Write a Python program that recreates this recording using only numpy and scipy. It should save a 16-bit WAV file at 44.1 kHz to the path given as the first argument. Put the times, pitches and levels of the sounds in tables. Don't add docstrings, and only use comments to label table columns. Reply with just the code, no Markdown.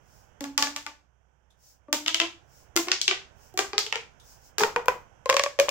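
import sys
import numpy as np
from scipy import signal
from scipy.fft import rfft, irfft, next_fast_len
from scipy.io import wavfile
from scipy.ndimage import uniform_filter1d

SR = 44100
rng = np.random.default_rng(int(sys.argv[2]) if len(sys.argv) > 2 else 0)


def bounce(signal):
    frames = np.transpose(np.atleast_2d(signal))
    limited = np.clip(frames, -1, 1)
    pcm = np.round(limited * 32767).astype(np.int16)
    wavfile.write(sys.argv[1], SR, pcm)


N = 251370

# frequency in Hz, relative density in dB per Hz.
ROOM_NOISE_SPECTRUM = [(25, -2.5), (60, 3), (110, 4), (160, -1), (260, -11.5), (550, -7), (880, -6.5),
                       (1200, -13.5), (1500, -9), (2000, -18.5), (3200, -20), (4100, -41), (6000, -20.5),
                       (10000, -43)]
# time in seconds, level in dB.
ROOM_NOISE_LEVEL = [(.1, -64), (.5, -62.5), (1.099, -73.5), (1.8, -71), (2.499, -63.5), (3.401, -61),
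                    (4.3, -62.5), (5.101, -61.5), (5.7, -67)]

# centre in seconds, half length in seconds, level in dB.
GRIP_SLIDES = [(0.165, 0.072, -59.5), (1.684, 0.047, -54.5), (2.58, 0.054, -56), (3.451, 0.048, -56.5),
               (4.31, 0.047, -51.5), (4.463, 0.033, -54.5)]
# frequency in Hz, relative density in dB per Hz.
SKIN_SPECTRUM = [(3000, -14.5), (4200, -8), (5400, 4), (7000, 0.5), (9000, -9), (13000, -12), (16000, 1.5)]

# start in seconds, crack level in dB, brightness in dB per octave,
# air-column ring in dB.
RIDGE_SNAPS = [(0.4072, -5.5, -4, -28.5), (0.4409, -1.5, -6, -34.5), (.578, 15, -2.5, -34.5),
               (0.6243, 14.5, -2.5, -33), (0.6707, 1.5, -7.5, -43), (0.7625, 4, -2.5, -50),
               (0.8647, 1, -5.5, -46), (1.8831, -31, -18.5, -38.5), (1.9279, 13.5, -2, -25.5),
               (1.936, -3.5, 0.5, -46), (2.062, 7, -3, -41.5), (2.0767, 1, 2.5, -43),
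               (2.081, 14, -1, -43.5), (2.1447, 14, 0.5, -36.5), (2.2008, 17, -3, -31),
               (2.216, 11, -7, -29), (2.7582, -14, -0.5, -21), (2.7635, 12, -1, -21), (2.7736, 11, -4, -38),
               (2.8718, -8, -9, -27.5), (2.8842, 8.5, -6.5, -45), (2.9165, 19, -0.5, -35),
               (3.0148, 7, 9, -53), (3.0796, 18, 2, -30), (3.1115, 16, -6, -28.5), (3.54, -33, 2.5, -38),
               (3.5755, 8.5, -3.5, -29.5), (3.5904, 15, -6, -19), (3.7324, 4.5, -10, -26),
               (3.7802, 17, -1.5, -29), (3.7893, 0.5, 5.5, -49.5), (3.8644, 1, -1.5, -37),
               (3.9255, 12.5, -6.5, -37), (3.9568, 8.5, -5, -27.5), (4.5828, 9.5, -4.5, -27),
               (4.5963, 1, -1.5, -19), (4.6068, 4, -18, -31), (4.6154, 4, -5.5, -20),
               (4.627, -10, -2, -38.5), (4.635, 14, -11, -18.5), (4.7614, 9, -14.5, -15),
               (4.858, -14.5, -7, -32.5), (4.8825, 12.5, -13, -12), (5.2579, -1, -8, -16.5),
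               (5.2925, 10.5, -8.5, -10), (5.2985, 17.5, -7, -21.5), (5.306, 2, -5, -13.5),
               (5.3268, 8, -8, -15), (5.3419, 6.5, -3, -11), (5.367, 17.5, -4.5, -16),
               (5.3951, 16, -4.5, -13), (5.437, 11.5, 1, -16), (5.4615, 4.5, -12.5, -16.5),
               (5.5894, 8.5, -9.5, -5), (5.5987, 14, -4.5, -5), (5.6849, 5.5, -16, -13.5),
               (5.6911, 7, 2.5, -27)]
# start in seconds, first note in Hz, step in Hz, octave over the note in dB, dome of the crack
# spectrum in dB per octave squared, ridge resonance in Hz, its sag in octaves per second, its height in dB,
# knock of the stack in dB, room in dB, lean of the crack to the left in dB.
SQUEEZE_STROKES = [(.39, 278.3, 2.5, -7, 3.5, 5200, 4.6, 2.5, -7, -0.5, 1.5),
                   (1.87, 293.8, 5.8, -2, 5.5, 3150, .5, 8, -21, -0.5, 2),
                   (2.74, 340, 6, -9, 8.5, 4900, 4.3, 4.5, -29, -0.5, 1),
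                   (3.52, 371.1, 11.5, -3.5, 5, 5300, 4.9, 7, -35, -1, 0.8),
                   (4.56, 411, 7.1, -12.5, 3, 4600, 0.18, 20, -21, 3, .3),
                   (4.632, 464.8, 13, 0, -1.04, 2300, 0.34, 4.5, -0.5, -5, 1.1),
                   (5.24, 525, 4.6, -2.5, 5.5, 1950, .3, 4.5, -4.5, -5.5, 1),
                   (5.57, 561, 1.7, -16.5, 6.5, 2900, .3, 10, 2.5, -3.5, 1.4)]
# frequency in Hz, gain in dB.
WALL_COLOUR = [(60, -51.5), (200, -30.5), (450, -15.5), (750, -6.5), (1150, -1), (1700, -4), (2300, -2),
               (3300, 0), (4000, -1), (5000, 4.5), (7200, 8.5), (8800, 0.5), (10500, -2), (14000, 10.5)]
# multiple of the note, level in dB relative to the crack and
# decay time t60 in seconds, both for a pipe at the reference note.
COLUMN_OVERTONES = [(3.06, -44.5, 0.12), (4.02, -38.5, 0.059), (5.1, -49.5, 0.069), (6.06, -43, 0.064),
                    (7.2, -61.5, 0.027)]
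# frequency in Hz, level in dB relative to the crack before the squeeze's knock, t60 in seconds.
STACK_MODES = [(1020, -31.5, 0.0067), (1160, -46, 0.0094), (1350, -46, 0.0053), (1880, -44, 0.054),
               (2450, -32.5, 0.041)]
# frequency in Hz, t60 in seconds.
ROOM_DECAY = [(150, 0.5), (400, 0.18), (1000, 0.31), (3000, 0.27), (7000, 0.29), (13000, 0.29)]
# frequency in Hz, gain in dB.
ROOM_COLOUR = [(150, 8.5), (500, 8), (1100, -4), (3000, -2.5), (6000, -2), (13000, -2.5)]

# start in seconds, frequency in Hz, level in dB, t60 in seconds.
HAND_BUMPS = [(0.623, 70, -41, 0.061), (0.624, 131, -49, 0.053), (4.615, 170, -33, 0.066),
              (4.632, 220, -35.5, 0.11)]

# start in seconds, level in dB.
FINGER_TICKS = [(1.504, -64.5), (4.198, -54)]
# frequency in Hz, relative density in dB per Hz.
TICK_SPECTRUM = [(2200, -27), (3100, -14), (3550, -1.5), (4200, -18), (6000, -13), (14000, -29)]

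CRACK_MID_HZ, CRACK_LOW_HZ = 2500, 1190
FIRST_DOME, FIRM_S = 1.6, 0.2
RIDGE_OCTAVES = 0.3
REFERENCE_NOTE_HZ = 400
TICK_T60 = 0.19
TOP_HZ = 16000


def amp(db):
    return 10 ** (np.asarray(db) / 20)


def unit(x):
    return x / np.sqrt(np.mean(x ** 2) + 1e-20)


def along(points, hz):
    f, values = np.transpose(points)
    return np.interp(np.log(hz + 1), np.log(f), values)


def filtered(x, response):
    n = x.shape[-1]
    padded = next_fast_len(n + 2048)
    hz = np.fft.rfftfreq(padded, 1 / SR)
    return irfft(rfft(x, padded) * response(hz), padded)[..., :n]


def noise(spectrum, apart):
    mid, side = filtered(rng.standard_normal((2, N)), lambda hz: amp(along(spectrum, hz)))
    return unit(np.array([mid + apart * side, mid - apart * side]))


def mode(t, hz, db, t60, attack_s=0.0023):
    onset = 1 - np.exp(-t / attack_s)
    return amp(db - 60 * t / t60) * np.sin(2 * np.pi * hz * t) * onset


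def room_noise(right_db=7.5, hum_hz=63, hum_db=-69):
    t = np.arange(N) / SR
    level_db = np.interp(t, *np.transpose(ROOM_NOISE_LEVEL))
    rumble = amp(level_db) * noise(ROOM_NOISE_SPECTRUM, apart=1.0)
    hum = amp(hum_db) * np.sin(2 * np.pi * hum_hz * t)
    return (rumble + hum) * amp([[-right_db], [right_db]])


def fingers():
    t = np.arange(N) / SR
    swell = sum(amp(db) * np.exp(-.5 * ((t - s) / width) ** 2) for s, width, db in GRIP_SLIDES)
    return swell * noise(SKIN_SPECTRUM, apart=1.0)


def crack_colour(db, brightness, dome, ridge_hz, ridge_db):
    def colour(hz):
        octaves = np.log2(np.maximum(hz, CRACK_LOW_HZ) / CRACK_MID_HZ)
        peak = np.exp(-.5 * (np.log2((hz + 1) / ridge_hz) / RIDGE_OCTAVES) ** 2)
        dome_db = db + brightness * octaves - dome * octaves ** 2
        return dome_db + ridge_db * (peak - .5) + along(WALL_COLOUR, hz)
    return colour


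def snaps():
    ends = [row[0] for row in SQUEEZE_STROKES[1:]] + [np.inf]
    for squeeze, end in zip(SQUEEZE_STROKES, ends):
        start, first_hz, step_hz, octave_db, dome, ridge_hz, sag, ridge_db, *hold = squeeze
        run = [row for row in RIDGE_SNAPS if start <= row[0] < end]
        for k, (s, db, brightness, ring_db) in enumerate(run):
            firm = min((s - start) / FIRM_S, 1)
            dome_now = FIRST_DOME + firm * (dome - FIRST_DOME)
            ridge_now_hz = ridge_hz * 2 ** (-sag * (s - start - FIRM_S))
            colour = crack_colour(db, brightness, dome_now, ridge_now_hz, firm * ridge_db)
            yield s, first_hz + k * step_hz, ring_db, ring_db + octave_db, colour, hold


def click(gain_db, size=1024):
    hz = np.fft.rfftfreq(size, 1 / SR)
    cepstrum = irfft(np.log(amp(gain_db(hz))))
    cepstrum[1:size // 2] *= 2
    cepstrum[size // 2 + 1:] = 0
    return irfft(np.exp(rfft(cepstrum)))


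def crack(colour, echo_s=.0013, echo=0.99, burst=1.0, burst_s=0.0029, crinkle=1.0, crinkle_t60=0.016,
          size=1024):
    t = np.arange(size) / SR
    push = rng.standard_normal(size) * np.sin(np.pi * np.minimum(t / burst_s, 1))
    push *= burst / np.linalg.norm(push)
    push[0] += 1
    push[round(echo_s * rng.uniform(.8, 1.2) * SR)] += echo
    scatter = rng.standard_normal((2, size)) * amp(-60 * t / crinkle_t60)
    push = push / np.linalg.norm(push) + crinkle * scatter / np.linalg.norm(scatter[0])
    spectrum = rfft(push, 2 * size)
    power = np.mean(np.abs(spectrum) ** 2, 0)
    spectrum /= np.sqrt(uniform_filter1d(power, size=61))
    return signal.fftconvolve(irfft(spectrum)[:, :size], click(colour)[None], axes=1)


def through_pipe(x, note_hz, reflection=0.43, leak_hz=2600):
    def response(hz):
        kept = reflection * np.exp(-(hz / leak_hz) ** 2)
        round_trip = np.exp(-2j * np.pi * hz / note_hz)
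        return np.sqrt(1 - kept ** 2) / (1 - kept * round_trip)
    return filtered(x, response)


def air_column(t, note_hz, note_db, octave_db, colour, note_t60=0.11, octave_t60=0.088, note_trim_db=-1,
               shrink=1.8, long_pipe_db=4, mouth_hz=220):
    length = REFERENCE_NOTE_HZ / note_hz
    life = length ** shrink
    ring = mode(t, note_hz, note_db + note_trim_db, note_t60 * life)
    ring = ring + mode(t, 2 * note_hz, octave_db, octave_t60 * life)
    for multiple, db, t60 in COLUMN_OVERTONES:
        hz = multiple * note_hz
        drive_db = colour(max(hz, CRACK_LOW_HZ)) + long_pipe_db * np.log2(length)
        chance_db = 2 * rng.standard_normal()
        ring = ring + mode(t, hz, drive_db + db + chance_db, t60 * life)
    mouth = signal.butter(3, mouth_hz, "high", fs=SR, output="sos")
    return signal.sosfilt(mouth, ring)


def stack_knock(t, colour, stack_db):
    return sum(mode(t, hz, colour(hz) + db + stack_db, t60, attack_s=0.0002) for hz, db, t60 in STACK_MODES)


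def room_tail(t, alike_hz=900, build_s=0.0075):
    hz, when, z = signal.stft(rng.standard_normal((2, len(t))), SR, nperseg=256)
    z = z * amp(-60 * when / along(ROOM_DECAY, hz)[:, None])
    turn = np.pi / 4 * (hz / np.hypot(hz, alike_hz))[:, None]
    mid_side = [z[0] * np.cos(turn), z[1] * np.sin(turn)]
    mid, side = signal.istft(mid_side, SR, nperseg=256)[1][:, :len(t)]
    tail = np.array([mid + side, mid - side]) * (1 - np.exp(-(t / build_s) ** 2))
    return filtered(tail / np.linalg.norm(tail[0]), lambda f: amp(along(ROOM_COLOUR, f)))


def tube(crack_db=0.63, ring_wet_db=-8, bounce_s=.0087, bounce_db=-17.0, lag_s=.00008):
    t = np.arange(SR // 2) / SR
    out = np.zeros((2, N + SR))

    def full_length(x):
        return np.pad(x, ((0, 0), (0, len(t) - x.shape[1])))

    def paths(hz):
        lag = np.exp(1j * np.pi * hz * lag_s * np.array([[-1], [1]]))
        return lag * (1 + amp(bounce_db) * np.exp(-2j * np.pi * hz * bounce_s))

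    for s, note_hz, note_db, octave_db, colour, (stack_db, wet_db, left_db) in snaps():
        snap = through_pipe(full_length(amp(crack_db) * crack(colour)), note_hz)
        ring = stack_knock(t, colour, stack_db)
        ring = ring + air_column(t, note_hz, note_db, octave_db, colour)
        direct = filtered(snap * amp([[left_db], [-left_db]]) + ring, paths)
        radiated = through_pipe(full_length(click(colour)[None]), note_hz) + amp(ring_wet_db) * ring
        room = signal.fftconvolve(radiated, room_tail(t), axes=1)[:, :len(t)]
        first = round(s * SR)
        out[:, first:first + len(t)] += direct + amp(wet_db) * room
    return out[:, :N]


def bumps():
    t = np.arange(N) / SR
    return sum(mode(np.maximum(t - s, 0), hz, db, t60) for s, hz, db, t60 in HAND_BUMPS)


def ticks():
    t = np.arange(N) / SR
    fade = sum((t >= s) * amp(db - 60 * np.abs(t - s) / TICK_T60) for s, db in FINGER_TICKS)
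    return fade * noise(TICK_SPECTRUM, apart=1.0)


def scene():
    return room_noise() + fingers() + tube() + bumps() + ticks()


def record(dry, ceiling=0.9):
    held = dry / (1 + np.abs(dry / ceiling) ** 6) ** (1 / 6)
    return filtered(held, lambda hz: 1 / (1 + (hz / TOP_HZ) ** 120))


dry = scene()
out = record(dry)
bounce(out)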